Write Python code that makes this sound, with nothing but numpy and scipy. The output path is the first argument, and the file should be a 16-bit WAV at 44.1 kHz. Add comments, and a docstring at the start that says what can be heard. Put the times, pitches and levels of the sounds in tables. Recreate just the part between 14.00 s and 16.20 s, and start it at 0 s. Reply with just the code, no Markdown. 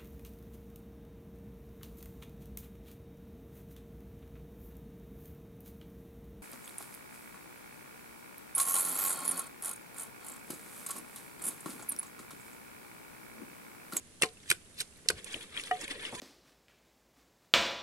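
"""A wooden pestle pounds juicy seeds in a clay bowl, outdoors, close to a pair of microphones.
Over quiet air and the faint ticking of wet pulp come four blows: in each the seeds crunch and burst,
then the pestle thuds on the bottom and the bowl rings briefly. After that the pestle stirs the pulp
in squishing strokes, knocks once against the wall on the way, and an air pocket plops near the end."""
import sys
import numpy as np
from scipy import signal
from scipy.fft import rfft, irfft
from scipy.io import wavfile

SR = 44100
rng = np.random.default_rng(int(sys.argv[2]) if len(sys.argv) > 2 else 0)


def master(y):
    """Save y as 16-bit WAV."""
    cut = np.clip(np.atleast_2d(y).T, -1, 1)
    pcm = np.round(cut * 32767)  # scale
    wavfile.write(sys.argv[1], SR, pcm.astype(np.int16))


N = 97020

# modes of the bowl and its air: pitch_hz, bottom_struck_db, wall_struck_db, t60_s
BOWL_MODES = [(326, 5, -17, 0.038), (441.5, 4.5, -20, 0.17), (733, 0.5, -1, 0.16), (1049, 5, -33, 0.1),
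              (1200, -30, -23, 0.13), (1257, -16, -2.5, 0.027), (1826, -9, -6, 0.028), (1895, 2, -4, 0.049),
              (2250, 7, -15, 0.025), (2940, 15, -8.5, 0.034)]
# tone of the pestle's hard contact: frequency_hz, level_db
CONTACT_EQ = [(300, -25), (800, -42), (1500, 5), (1900, -5.5), (2400, -0.5), (3200, -8.5), (6000, -11.5),
              (12000, -16)]
CONTACT_HOLD_S, CONTACT_T60_S = 0.0036, 0.0038


def amp(db):
    """Decibels to gain."""
    return 10 ** (np.asarray(db) / 20)


def unit(x):
    """Scale to rms 1."""
    return x / np.sqrt(np.mean(x ** 2) + 1e-20)


def along(points, hz):
    """Read a curve of (Hz, value) points on a log frequency axis."""
    f, values = np.transpose(points)
    return np.interp(np.log(hz + 1), np.log(f + 1), values)


def bell(hz, centre_hz, octaves):
    """A bump of height 1 on the octave axis."""
    return np.exp(-.5 * (np.log2((hz + 1) / centre_hz) / octaves) ** 2)


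def grid():
    """Frequencies of the filter grid in Hz."""
    return np.fft.rfftfreq(2 ** 17, 1 / SR)


def clock():
    """Time of every sample in seconds."""
    return np.arange(N) / SR


def filtered(x, response):
    """Apply a frequency response given on the filter grid."""
    return irfft(rfft(x, 2 * (len(grid()) - 1)) * response)[..., :N]


def coloured(x, colour_db):
    """Minimum-phase EQ of unit power: nothing rings ahead of an attack."""
    cepstrum = irfft(np.log(np.maximum(unit(amp(colour_db)), 1e-6)))
    half = len(cepstrum) // 2
    cepstrum[1:half] *= 2
    cepstrum[half + 1:] = 0
    return filtered(x, np.exp(rfft(cepstrum)))


def puff(start_s, hold_s, t60_s):
    """A dense spray of tiny impulses that starts, holds and dies."""
    t = clock() - start_s
    return rng.choice([-1, 1], N) * (t >= 0) * amp(-60 * np.maximum(t - hold_s, 0) / t60_s)


def ring(start_s, hz, t60_s, blur_hz=0, attack_s=.0022):
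    """One damped mode; shifting contact blurs its pitch."""
    t = np.arange(SR // 2) / SR
    drift = np.cumsum(rng.standard_normal(len(t))) * np.sqrt(2 * np.pi * blur_hz / SR)
    envelope = amp(-60 * t / t60_s) * (1 - np.exp(-t / attack_s))
    tone = np.sin(2 * np.pi * hz * t + drift) * envelope
    return np.pad(tone, (round(start_s * SR), N))[:N]


def crackle(per_s, spread_db, hz, cycles):
    """Tiny wet pops of random size, pitched over three octaves around hz; rms 1."""
    draws = rng.random((8000, 4))
    starts_s = np.cumsum(-np.log(draws[:, 0])) / per_s
    inside = starts_s < N / SR
    draws, starts_s = draws[inside], starts_s[inside]
    age = np.arange(384)  # samples
    pitch_hz = np.minimum(hz * 2 ** (3 * draws[:, 1:2] - 1.5), SR / 3)
    turns = pitch_hz * age / SR
    size = amp(spread_db * np.minimum(-np.log(draws[:, 2:3]), 4))
    pops = size * np.sin(2 * np.pi * turns) * np.exp(-turns / cycles) * np.sqrt(pitch_hz / SR)
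    places = (starts_s * SR).astype(int)[:, None] + age
    return unit(np.bincount(places.ravel(), pops.ravel(), N)[:N])


def outdoor_air():
    """A quiet bed: the low rumble is alike at both microphones, the hiss is unrelated."""
    # tone of the background: frequency_hz, level_db
    air_eq = [(20, 3), (45, -12.5), (62, 4), (75, 8.5), (92, 1.5), (200, 3), (450, -3), (800, -12),
              (2200, -10), (5500, -13), (9500, -7.5), (12000, -17.5)]
    f = grid()
    coherence = .7 / (1 + (f / 850) ** 2)
    width = np.arccos(coherence) / 2
    mid_side_gain = amp(along(air_eq, f)) * np.array([np.cos(width), np.sin(width)])
    mid, side = filtered(rng.standard_normal((2, N)), mid_side_gain)
    return amp(-56.5) * unit(np.array([mid + side, mid - side]))


def settling_pulp():
    """The wet pulp ticks faintly all the time."""
    return amp(-68) * crackle(per_s=45, spread_db=2, hz=4500, cycles=4)


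def bursting_seeds(fall_db_per_s=846):
    """Skins snap, each with its own pitch, inside a crunch that swells under the blow."""
    # single seeds bursting: start_s, level_db, pitch_hz, pitch_boost_db
    bursts = [(0.2152, -36, 10200, 14), (0.2214, -14.5, 2980, 3.5), (0.2277, -17, 2200, 28),
              (0.2318, -22, 2450, 35), (0.2585, -38, 4500, 12), (0.2878, -43, 4200, 22),
              (0.5016, -13, 7500, 3), (0.5133, -21.5, 9200, 5.5), (0.5238, -28, 2600, 6),
              (0.804, -27.5, 8500, 9), (0.8125, -35, 7000, 3), (1.0866, -14, 4650, 17),
              (1.1022, -22.5, 10500, 1), (1.104, -24, 2200, 40), (1.2435, -33.5, 8530, 8),
              (1.3415, -29, 2900, 28), (1.566, -31, 2090, 28), (1.5738, -27.5, 3100, 29),
              (1.5964, -26.5, 2600, 60), (1.637, -35, 3700, 16), (1.879, -35.5, 2300, 13),
              (1.9085, -33, 2400, 26), (2.051, -32, 3170, 49)]
    # tone of a snapping skin: frequency_hz, level_db
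    snap_eq = [(200, -57), (800, -26.5), (1500, -7.5), (3000, -1), (6000, -7), (9000, 3), (12000, -5)]
    # seeds crunching under each blow: peak_s, level_db, rise_db_per_s
    crunches = [(0.232, -27.5, 1500), (0.505, -33, 614), (0.808, -31, 630), (1.099, -44, 892)]
    # tone of the crunch: frequency_hz, level_db
    crunch_eq = [(200, -12), (1200, 1), (1800, 4.5), (4000, 14), (5500, 6), (8500, 12.5), (12000, 5.5)]
    f, t = grid(), clock()
    snaps = np.zeros(N)
    for s, db, hz, boost_db in bursts:
        colour_db = along(snap_eq, f) + boost_db * bell(f, hz, octaves=0.4)
        snaps += amp(db) * coloured(puff(s, hold_s=0.0012, t60_s=.012), colour_db)
    pressure = sum(amp(db - np.maximum((s - t) * rise, (t - s) * fall_db_per_s))
                   for s, db, rise in crunches)
    grains = crackle(per_s=1700, spread_db=3.5, hz=4480, cycles=5.2) + 0.91 * rng.standard_normal(N)
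    return snaps + pressure * unit(coloured(grains, along(crunch_eq, f)))


def pestle_blows():
    """Each blow crushes the bottom layer, thuds and rings the pulp-damped bowl."""
    # the pestle bottoming out: start_s, crush_db, thud_db, thud_hz, ring_db
    hits = [(0.2168, -44, -22.5, 520, -81), (0.2327, -28, -15, 381, -36), (0.5125, -17, -22.5, 372, -57),
            (.809, -37, -41.5, 380, -60.5), (1.058, -58, -42, 450, -64), (1.1001, -24, -21.5, 467, -48)]
    # tone of the thud's noise: frequency_hz, level_db
    thud_eq = [(40, -10.5), (240, -1), (480, 6.5), (740, -14.5), (1150, 1.5), (4000, -26)]
    f = grid()
    crush = sum(amp(db) * puff(s, CONTACT_HOLD_S, CONTACT_T60_S) for s, db, *_ in hits)
    thud_tone = sum(amp(db) * ring(s, hz, t60_s=.03) for s, _, db, hz, _ in hits)
    thud_noise = sum(amp(db - 14) * puff(s, hold_s=0.001, t60_s=0.062) for s, _, db, *_ in hits)
    bowl = sum(amp(db + mode_db) * ring(s, hz, t60_s, blur_hz=14)
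               for s, *_, db in hits for hz, mode_db, _, t60_s in BOWL_MODES)
    thud = thud_tone + coloured(thud_noise, along(thud_eq, f))
    return coloured(crush, along(CONTACT_EQ, f)) + thud + bowl


def rocking_bowl(low_cut_hz=63.3):
    """Pushed by the pestle, the bowl rocks dully on the ground."""
    # pushes of the pestle: start_s, hold_s, level_db, high_cut_hz
    pushes = [(0.501, 0.0071, -48.5, 156), (0.796, 0.01, -55, 112), (1.105, 0.013, -51.5, 131),
              (1.128, 0.029, -48.5, 194), (1.342, 0.023, -46, 500), (2.125, 0.015, -41.5, 830)]
    f = grid() + 1
    bumps = np.zeros(N)
    for s, hold_s, db, high_cut_hz in pushes:
        band_db = -10 * np.log10((1 + (f / high_cut_hz) ** 6) * (1 + (low_cut_hz / f) ** 4))
        bumps += amp(db) * coloured(puff(s, hold_s, t60_s=0.096), band_db)
    return bumps


def stirred_pulp(rise_share=0.57, edge_db=-6):
    """Each stroke swells and fades, squeezing out squishy bubbles and a fine, juicy fizz."""
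    # strokes through the pulp: peak_s, length_s, squish_db, fizz_db
    strokes = [(1.186, 0.022, -45.5, -51.5), (1.272, 0.016, -44.5, -48.5), (1.336, 0.053, -42.5, -44.5),
               (1.425, 0.043, -46, -49), (1.58, 0.045, -40, -49.5), (1.61, 0.032, -70, -44.5),
               (1.671, 0.039, -45.5, -46), (1.765, 0.088, -47.5, -56), (1.816, 0.013, -43.5, -38.5),
               (1.841, 0.025, -38.5, -46.5), (1.913, 0.021, -36, -41.5), (1.954, 0.023, -45, -60),
               (2.056, 0.07, -39.5, -47), (2.155, 0.025, -46, -42.5), (2.198, 0.019, -41.5, -43)]
    # tone of the squish: frequency_hz, level_db
    squish_eq = [(150, -8), (300, 5), (650, -8), (1350, -8.5), (1800, 1.5), (2500, 0.5), (3400, 2.5),
                 (4800, -8), (12000, -48)]
    # tone of the fizz: frequency_hz, level_db
    fizz_eq = [(2500, -11.5), (5000, -4.5), (7000, -1), (9300, 6), (12000, -7.5)]
    f, t = grid(), clock()
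    squish_power, fizz_power = np.zeros((2, N))
    for s, length_s, squish_db, fizz_db in strokes:
        from_peak = np.maximum((s - t) / rise_share, (t - s) / (1 - rise_share)) / length_s
        squish_power += amp(squish_db + edge_db * from_peak) ** 2
        fizz_power += amp(fizz_db + edge_db * from_peak) ** 2
    pops = crackle(per_s=3200, spread_db=3.5, hz=2770, cycles=1.9)
    bubbles = amp(-8.5) * crackle(per_s=570, spread_db=0, hz=2530, cycles=6.2)
    squish = unit(coloured(pops + bubbles + 0.8 * rng.standard_normal(N), along(squish_eq, f)))
    spray = crackle(per_s=3200, spread_db=3.5, hz=6490, cycles=8.1)
    fizz = unit(coloured(spray + .5 * rng.standard_normal(N), along(fizz_eq, f)))
    return np.sqrt(squish_power) * squish + np.sqrt(fizz_power) * fizz


def rubbed_hollow():
    """The rubbing pestle sounds the hollow of the bowl as a narrow band of noise."""
    # swell of the hollow tone: time_s, level_db
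    swell = [(1.12, -57), (1.5, -67), (1.7, -60), (1.77, -53), (1.88, -59), (1.92, -52.5), (2.2, -57)]
    envelope = amp(np.interp(clock(), *np.transpose(swell), left=-120))
    return envelope * unit(filtered(rng.standard_normal(N), bell(grid(), centre_hz=464, octaves=0.26)))


def wall_knock(start_s=1.711, ring_db=-18.5, click_db=-37, free_s=0.043, damped_t60_s=0.15):
    """The pestle clicks on the wall and rings it clearly, then comes to rest on it and damps it."""
    bowl = sum(amp(ring_db + mode_db) * ring(start_s, hz, t60_s) for hz, _, mode_db, t60_s in BOWL_MODES)
    damping = amp(-60 * np.maximum(clock() - start_s - free_s, 0) / damped_t60_s)
    click = amp(click_db) * puff(start_s, CONTACT_HOLD_S, CONTACT_T60_S)
    return bowl * damping + coloured(click, along(CONTACT_EQ, grid()))


def plop():
    """An air pocket in the juice rings at one pitch."""
    # the air pocket: start_s, pitch_hz, level_db, t60_s
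    pockets = [(2.141, 1002, -37.5, 0.14)]
    return sum(amp(db) * ring(s, hz, t60_s) for s, hz, db, t60_s in pockets)


def echoes(x, t60_s):
    """Diffuse reflections, different at each microphone."""
    t = np.arange(SR // 2) / SR
    tail = rng.standard_normal((2, len(t))) * amp(-60 * t / t60_s) * (t > .001)
    return signal.fftconvolve(x[None], tail / np.linalg.norm(tail[0]), axes=1)[:, :N]


def from_bowl(x, scatter_above_hz, scatter_share=.45, path_change_hz=13):
    """The bowl sits a little to the right; short waves scatter in it on paths the pestle keeps moving."""
    # later arrival at the left microphone: frequency_hz, lag_ms
    left_lag = [(700, .09), (2100, .095), (4300, .175), (11500, .175)]
    f = grid()
    share = scatter_share * f ** 2 / (f ** 2 + scatter_above_hz ** 2)
    delay_s = np.array([[.5], [-.5]]) * along(left_lag, f) / 1000
    direct = filtered(x, np.exp(-2j * np.pi * f * delay_s) * np.sqrt(1 - share))
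    short_waves = filtered(x, np.sqrt(share))
    path = 2 * np.pi * path_change_hz * clock()
    scattered = sum(echoes(short_waves * fade, t60_s=.018) for fade in (np.cos(path), np.sin(path)))
    return direct + scattered


def scene():
    """Blows arrive mostly straight, the stirring more diffusely; the yard answers faintly."""
    pounding = bursting_seeds() + pestle_blows() + wall_knock() + rocking_bowl()
    stirring = stirred_pulp() + rubbed_hollow() + plop() + settling_pulp()
    yard = amp(-18) * echoes(pounding + stirring, t60_s=0.17)
    close = from_bowl(pounding, scatter_above_hz=3300) + from_bowl(stirring, scatter_above_hz=250)
    return close + yard + outdoor_air()


def record(dry):
    """Two microphones of unequal colour; the top treble is shelved down and cut."""
    # stereo balance: frequency_hz, left_minus_right_db
    balance = [(60, 1), (300, 2), (750, 1), (1300, 0.5), (2200, 1.5), (3600, 9.5), (4700, -1.5), (6200, -3),
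               (8000, -15), (9700, -12.5), (12000, -9)]
    shelf_hz, shelf_db, cut_hz = 12100, -24, 16600
    f = grid()
    microphones = amp(np.array([[.5], [-.5]]) * along(balance, f))
    microphones /= np.sqrt(np.mean(microphones ** 2, axis=0))
    shelf = amp(shelf_db * .5 * (1 + np.tanh((f - shelf_hz) / 150)))
    return filtered(dry, microphones * shelf * (f < cut_hz))


dry = scene()
out = record(dry)
master(out)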